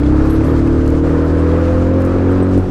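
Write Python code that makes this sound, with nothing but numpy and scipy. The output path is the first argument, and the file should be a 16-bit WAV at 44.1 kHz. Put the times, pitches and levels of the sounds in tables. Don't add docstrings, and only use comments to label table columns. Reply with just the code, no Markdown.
import sys
import numpy as np
from scipy import signal
from scipy.fft import rfft, irfft, next_fast_len
from scipy.io import wavfile
from scipy.ndimage import uniform_filter1d, map_coordinates

SR = 44100
rng = np.random.default_rng(int(sys.argv[2]) if len(sys.argv) > 2 else 0)


def invert_db(x):
    u = np.asarray(x, float) / 20
    return 10 ** u


def unload_wav(signal):
    wavfile.write(
        sys.argv[1],
        SR,
        np.round(np.clip(np.atleast_2d(signal).T, -1, 1) * 32767).astype(np.int16),
    )


N = 119070


def unit(x):
    return x / np.sqrt(np.mean(x ** 2) + 1e-20)


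def along(points, hz):
    f, v = np.transpose(points)
    return np.interp(np.log(hz + 1), np.log(f + 1), v)


def curves(rows):
    s, *cols = np.transpose(rows)
    return [np.interp(np.arange(N) / SR, s, c) for c in cols]


def wobble(rate):
    return map_coordinates(rng.standard_normal(400), [np.arange(N) * rate / SR], mode="wrap")


def filtered(x, response):
    m = next_fast_len(N + SR // 2)
    return irfft(rfft(x, m) * response(np.fft.rfftfreq(m, 1 / SR)), m)[..., :N]


def rush(spectrum, patchy_db):
    z = signal.stft(rng.standard_normal(N + 512), nperseg=512)[2]
    field = uniform_filter1d(rng.standard_normal(z.shape), size=10, axis=1)
    field = uniform_filter1d(field, size=6, axis=0)
    gain = invert_db(patchy_db * unit(field).clip(-2, 2))
    x = signal.istft(z * gain, nperseg=512)[1][:N]
    lowest_hz = spectrum[0][0]
    return unit(filtered(x, lambda hz: invert_db(along(spectrum, hz)) * (hz >= lowest_hz)))


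# t/s, level/dB
TRAFFIC = [(0, -32), (.13, -30.5), (.25, -27.5), (.38, -31), (.46, -28), (.52, -25.5), (.58, -31),
           (.95, -30.5), (1.02, -34.5), (1.05, -27), (1.12, -28), (1.3, -28.5), (1.6, -27.5), (1.8, -29),
           (2.3, -28.5), (2.55, -31), (2.7, -33.5)]
# f/Hz, level/dB (per Hz)
ROAR_COLOUR = [(200, -64), (350, 5), (520, 2.5), (760, -9), (1300, -7.5), (1680, -14), (1900, -18.5),
               (12000, -65.5)]
# f/Hz, level/dB (per Hz)
HISS_COLOUR = [(1500, -120), (2300, -0.5), (3200, -5), (4600, -4.5), (8000, -12.5), (12000, -23),
               (15800, -44)]
# f/Hz, level/dB (per Hz)
WIND_COLOUR = [(8, -12), (24, -3), (38, 0), (52, -9), (120, -15), (300, -22), (500, -31), (900, -120)]


def street():
    level_db, = curves(TRAFFIC)
    roar_db = level_db + 5 + 0.57 * wobble(8.43)
    roar = invert_db(roar_db) * rush(ROAR_COLOUR, patchy_db=0.82)
    hiss_db = -49.5 + 0.27 * (level_db - level_db.mean())
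    hiss_db = hiss_db + 1.2 * wobble(1.9) + 1.5 * wobble(30.3)
    hiss = invert_db(hiss_db) * rush(HISS_COLOUR, patchy_db=-1.0)
    fade_db = 0.8 * np.arange(N) / SR
    wind = invert_db(-22 - fade_db + 1.8 * wobble(5.1)) * rush(WIND_COLOUR, patchy_db=1)
    return roar + hiss + wind


# t/s, level/dB (peak of the tick), level/dB (rattle after it)
BUMPS = [(.1, -51, -53), (0.209, -47.5, -54), (.257, -34, -55.5), (0.293, -53, -44), (.307, -40.5, -49.5),
         (0.439, -42, -46), (.456, -42, -50.5), (.66, -61, -48), (0.728, -45, -58.5), (0.863, -37.5, -54),
         (0.878, -31, -55), (0.893, -45, -66), (0.9, -42, -58), (0.904, -33.5, -53.5), (2.005, -37.5, -49),
         (2.02, -32, -56.5), (2.051, -31, -62), (2.062, -34, -63.5), (2.329, -48, -53.5), (2.42, -54, -56),
         (2.578, -32.5, -62), (2.588, -36, -48.5), (2.697, -46, -60.5)]
# f/Hz, level/dB (per Hz)
TICK_COLOUR = [(2500, -120), (4000, 2), (6000, 1.5), (10000, -3), (15800, -11)]
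# f/Hz, level/dB (per Hz)
RATTLE_COLOUR = [(1200, -120), (2000, -2.5), (4500, -9.5), (9000, -16.5), (13500, -25), (15800, -34.5)]


def ticks():
    tick_t60_s, rattle_t60_s, rattle_rise_s = 0.0072, 0.18, 0.0057
    snap, rattle = np.zeros(N + SR), np.zeros(N + SR)
    t = np.arange(SR // 4) / SR
    for s, tick_db, rattle_db in BUMPS:
        here = slice(round(s * SR), round(s * SR) + len(t))
        snap[here] += invert_db(tick_db - 2.5 - 60 * t / tick_t60_s)
        rattle[here] += invert_db(rattle_db - 60 * t / rattle_t60_s) * (1 - np.exp(-t / rattle_rise_s))
    snap = snap[:N] * rush(TICK_COLOUR, patchy_db=.8)
    rattle = rattle[:N] * invert_db(4.5 * wobble(120)) * rush(RATTLE_COLOUR, patchy_db=3)
    return snap + rattle


# f/Hz, t/s (to fall 60 dB)
KEY_TONES = [(8280, .075), (9780, 0.165), (11320, 0.12), (12730, .055)]
# t/s, then level/dB of each ringing tone
JINGLES = [(.272, -53, -97, -65, -94), (.296, -52, -64, -49, -92.5), (.312, -59, -77, -60, -71.5),
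           (.329, -71, -90, -47.5, -61), (.349, -55, -60, -66.5, -91.5), (.435, -55, -93, -65, -92.5),
           (0.447, -54, -70, -58, -93), (0.46, -66, -93, -62, -90), (.472, -82, -90, -53, -96),
           (.505, -87, -102, -59, -97), (.53, -93, -89, -62, -93), (.565, -90, -92, -61, -90),
           (1.25, -86, -100, -60, -91), (1.39, -53, -87, -67, -96), (2.311, -54, -72, -62, -62),
           (2.399, -65, -97, -68, -99), (2.425, -49, -97, -84, -96)]


def keys():
    out, t = np.zeros(N + SR), np.arange(SR // 4) / SR
    luck = rng.standard_normal((len(JINGLES), len(KEY_TONES)))
    rise = 1 - np.exp(-t / .002)
    for (s, *levels), row in zip(JINGLES, luck):
        here = slice(round(s * SR), round(s * SR) + len(t))
        for db, (hz, t60_s), r in zip(levels, KEY_TONES, row):
            tone = np.sin(2 * np.pi * hz * (1 + 0.0044 * r) * t)
            out[here] += rise * invert_db(db + 5.5 - 60 * t / t60_s) * tone
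    jingle = out[:N] * invert_db(3.7 * wobble(140))

    shiver, width_hz = np.zeros(N), 60
    for db, (hz, _) in zip([-76, -89.5, -77, -98], KEY_TONES):
        noise = rng.standard_normal(N)
        band = unit(filtered(noise, lambda f: 1 / (1 + ((f - hz) / width_hz) ** 2)))
        shiver += invert_db(db + 3.5 * wobble(25)) * band
    return jingle + shiver


# f/Hz, level/dB (per Hz)
CLATTER_COLOUR = [(500, -120), (750, 9), (1200, -0.5), (1650, -10.5), (2200, -7.5), (4500, -24),
                  (9000, -36.5), (16000, -66)]


def clatter(cycle, swing_db):
    sharp = 4.6
    bursts = np.exp(-sharp * (cycle % 1))
    bursts = bursts + .5 * np.exp(-sharp * 2 * ((2 * cycle + 0.13) % 1))
    bursts = uniform_filter1d(bursts, size=60) * invert_db(3.1 * wobble(60))
    return invert_db(-41.5 + 0.17 * swing_db) * unit(bursts * rush(CLATTER_COLOUR, patchy_db=5.5))


# f/Hz, t/ms late
ARRIVAL = [(70, 0), (110, 8.1), (160, 13.2), (220, -7.1), (270, 11), (310, 10.5), (350, 20.4), (480, 23.8)]


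def in_step(hz):
    grid = np.arange(1, 6000)
    phase = -2.34 - 2 * np.pi * np.cumsum(along(ARRIVAL, grid)) / 1000
    return np.interp(hz, grid, phase)


# multiple of firing rate, level/dB (rms), f/Hz (firing rate where strongest),
# f/Hz (span of firing rate that sets how fast it weakens)
SHAKE = [(1, -25.5, 16, 4), (2, -17, 43, 8.5), (3, -24.5, 36.26, 1.5), (4, -25.5, 34.67, 1.43),
         (4, -20.5, 52, 3.5), (6, -23.5, 46.76, 3), (7, -20.5, 38.85, 2), (8, -14, 58.5, 5),
         (8, -24, 38.44, 1.5), (9, -19, 34.87, 2.34), (12, -27, 40.8, 2.2), (16, -41.5, 45, 3.5),
         (4, -24, 40.2, 1), (5, -28, 46.5, 2), (11, -34, 44, 3), (12, -29, 43.2, 1.1), (14, -35, 40.2, 1),
         (26, -42, 40.3, .5)]


def shake(rate, cycle, swing_db):
    t = np.arange(N) / SR
    slip_s, slip_lasts_s = .455, .025
    slip_db = 8 * np.exp(-((t - slip_s) / slip_lasts_s) ** 2)
    throttle_shut_s, fall_db_per_s, fall_s = 2.565, 450, .04
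    out = np.zeros(N)
    for order, db, best_hz, span_hz in SHAKE:
        level_db = db + 3.5 - 1.95 * ((rate - best_hz) / span_hz) ** 2 + 1.2 * wobble(9)
        if order not in (4, 8, 16):
            level_db = level_db - fall_db_per_s * np.clip(t - throttle_shut_s - 0.15 / order, 0, fall_s)
        if order > 7:
            level_db = level_db - slip_db
        drift_rad = .3 * wobble(10.0)
        out += invert_db(level_db) * np.cos(2 * np.pi * order * cycle + in_step(order * rate) + drift_rad)
    return invert_db(0.05 * swing_db) * out


# f/Hz, f/Hz (width), level/dB
PIPE = [(126, 140, -6.5), (283.5, 26.7, 4.5), (319.5, 40.7, -0.5), (404.5, 20, -3.5), (466, 81, -7),
        (662, 140, -28.5)]


def pipe(f):
    total = 0
    for n, (centre, width, db) in enumerate(PIPE):
        resonance = 1j * f * width / (centre * centre - f * f + 1j * f * width)
        total = total + (-1) ** n * invert_db(db) * resonance
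    muffler_hz = 844
    return total / (1 + 1j * f / muffler_hz) ** 4


def exhaust(cycle, load_db):
    size_db, jitter, noise_share = 1.2, .004, .12
    k = np.arange(160)
    luck = rng.standard_normal((160, 4))
    puffs = np.zeros(N + 1)
    for place, size, col in ((0, 1, 0), (.5, 0.062, 2)):
        moments = k + place + jitter * luck[:, col]
        at = np.interp(moments, cycle, np.arange(N), left=N, right=N).astype(int)
        puffs += np.bincount(at, size * invert_db(size_db * luck[:, col + 1]), N + 1)
    gate = np.exp(-6 * (cycle % 1))
    drive = unit(puffs[:N]) + noise_share * unit(gate * rng.standard_normal(N))
    ringing = filtered(drive, lambda f: np.abs(pipe(f)) * np.exp(1j * in_step(f)))
    return invert_db(load_db - 3.5) * unit(ringing)


# t/s, f/Hz (firings per second)
SPEED = [(0.0, 32.2), (0.13, 34.0), (0.25, 35.3), (0.41, 35.7), (0.49, 39.6), (0.57, 36.9), (0.59, 36.6),
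         (0.88, 38.0), (1.16, 39.9), (1.29, 40.4), (1.35, 40.4), (1.82, 43.1), (1.93, 43.9), (2.38, 46.3),
         (2.58, 46.2), (2.7, 46.0)]
# t/s, level/dB
LOAD = [(0, -16), (.04, -10.5), (.35, -17.5), (.52, -19), (.58, -16.5), (1.2, -21.5), (1.86, -17),
        (2.55, -16.5), (2.585, -11), (2.62, -31), (2.7, -15)]


def engine():
    (rate,), (load_db,) = curves(SPEED), curves(LOAD)
    cycle = np.cumsum(rate) / SR - .07
    swing_db = load_db - load_db.mean()
    return exhaust(cycle, load_db) + shake(rate, cycle, swing_db) + clatter(cycle, swing_db)


# f/Hz, level/dB (side over middle)
APART = [(60, -56), (200, -40), (450, -33), (880, -17), (1200, -27), (2800, -23), (5500, -12), (14000, -3)]


def scene():
    small = ticks() + keys()
    mid = street() + small + engine()
    z = signal.stft(mid, nperseg=256)[2]
    scramble = np.exp(2j * np.pi * rng.random(z.shape))
    other = signal.istft(z * scramble, nperseg=256)[1][:N]
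    side = filtered(other, lambda hz: invert_db(along(APART, hz))) + .1 * small
    return np.array([mid + side, mid - side])


def top_cut(x):
    return signal.sosfilt(signal.butter(12, 15830, fs=SR, output="sos"), x)


def record(dry):
    ceiling, knee = 1.1, 5
    mix = dry / (1 + np.abs(dry / ceiling) ** knee) ** (1 / knee)
    return top_cut(mix)


dry = scene()
out = record(dry)
unload_wav(out)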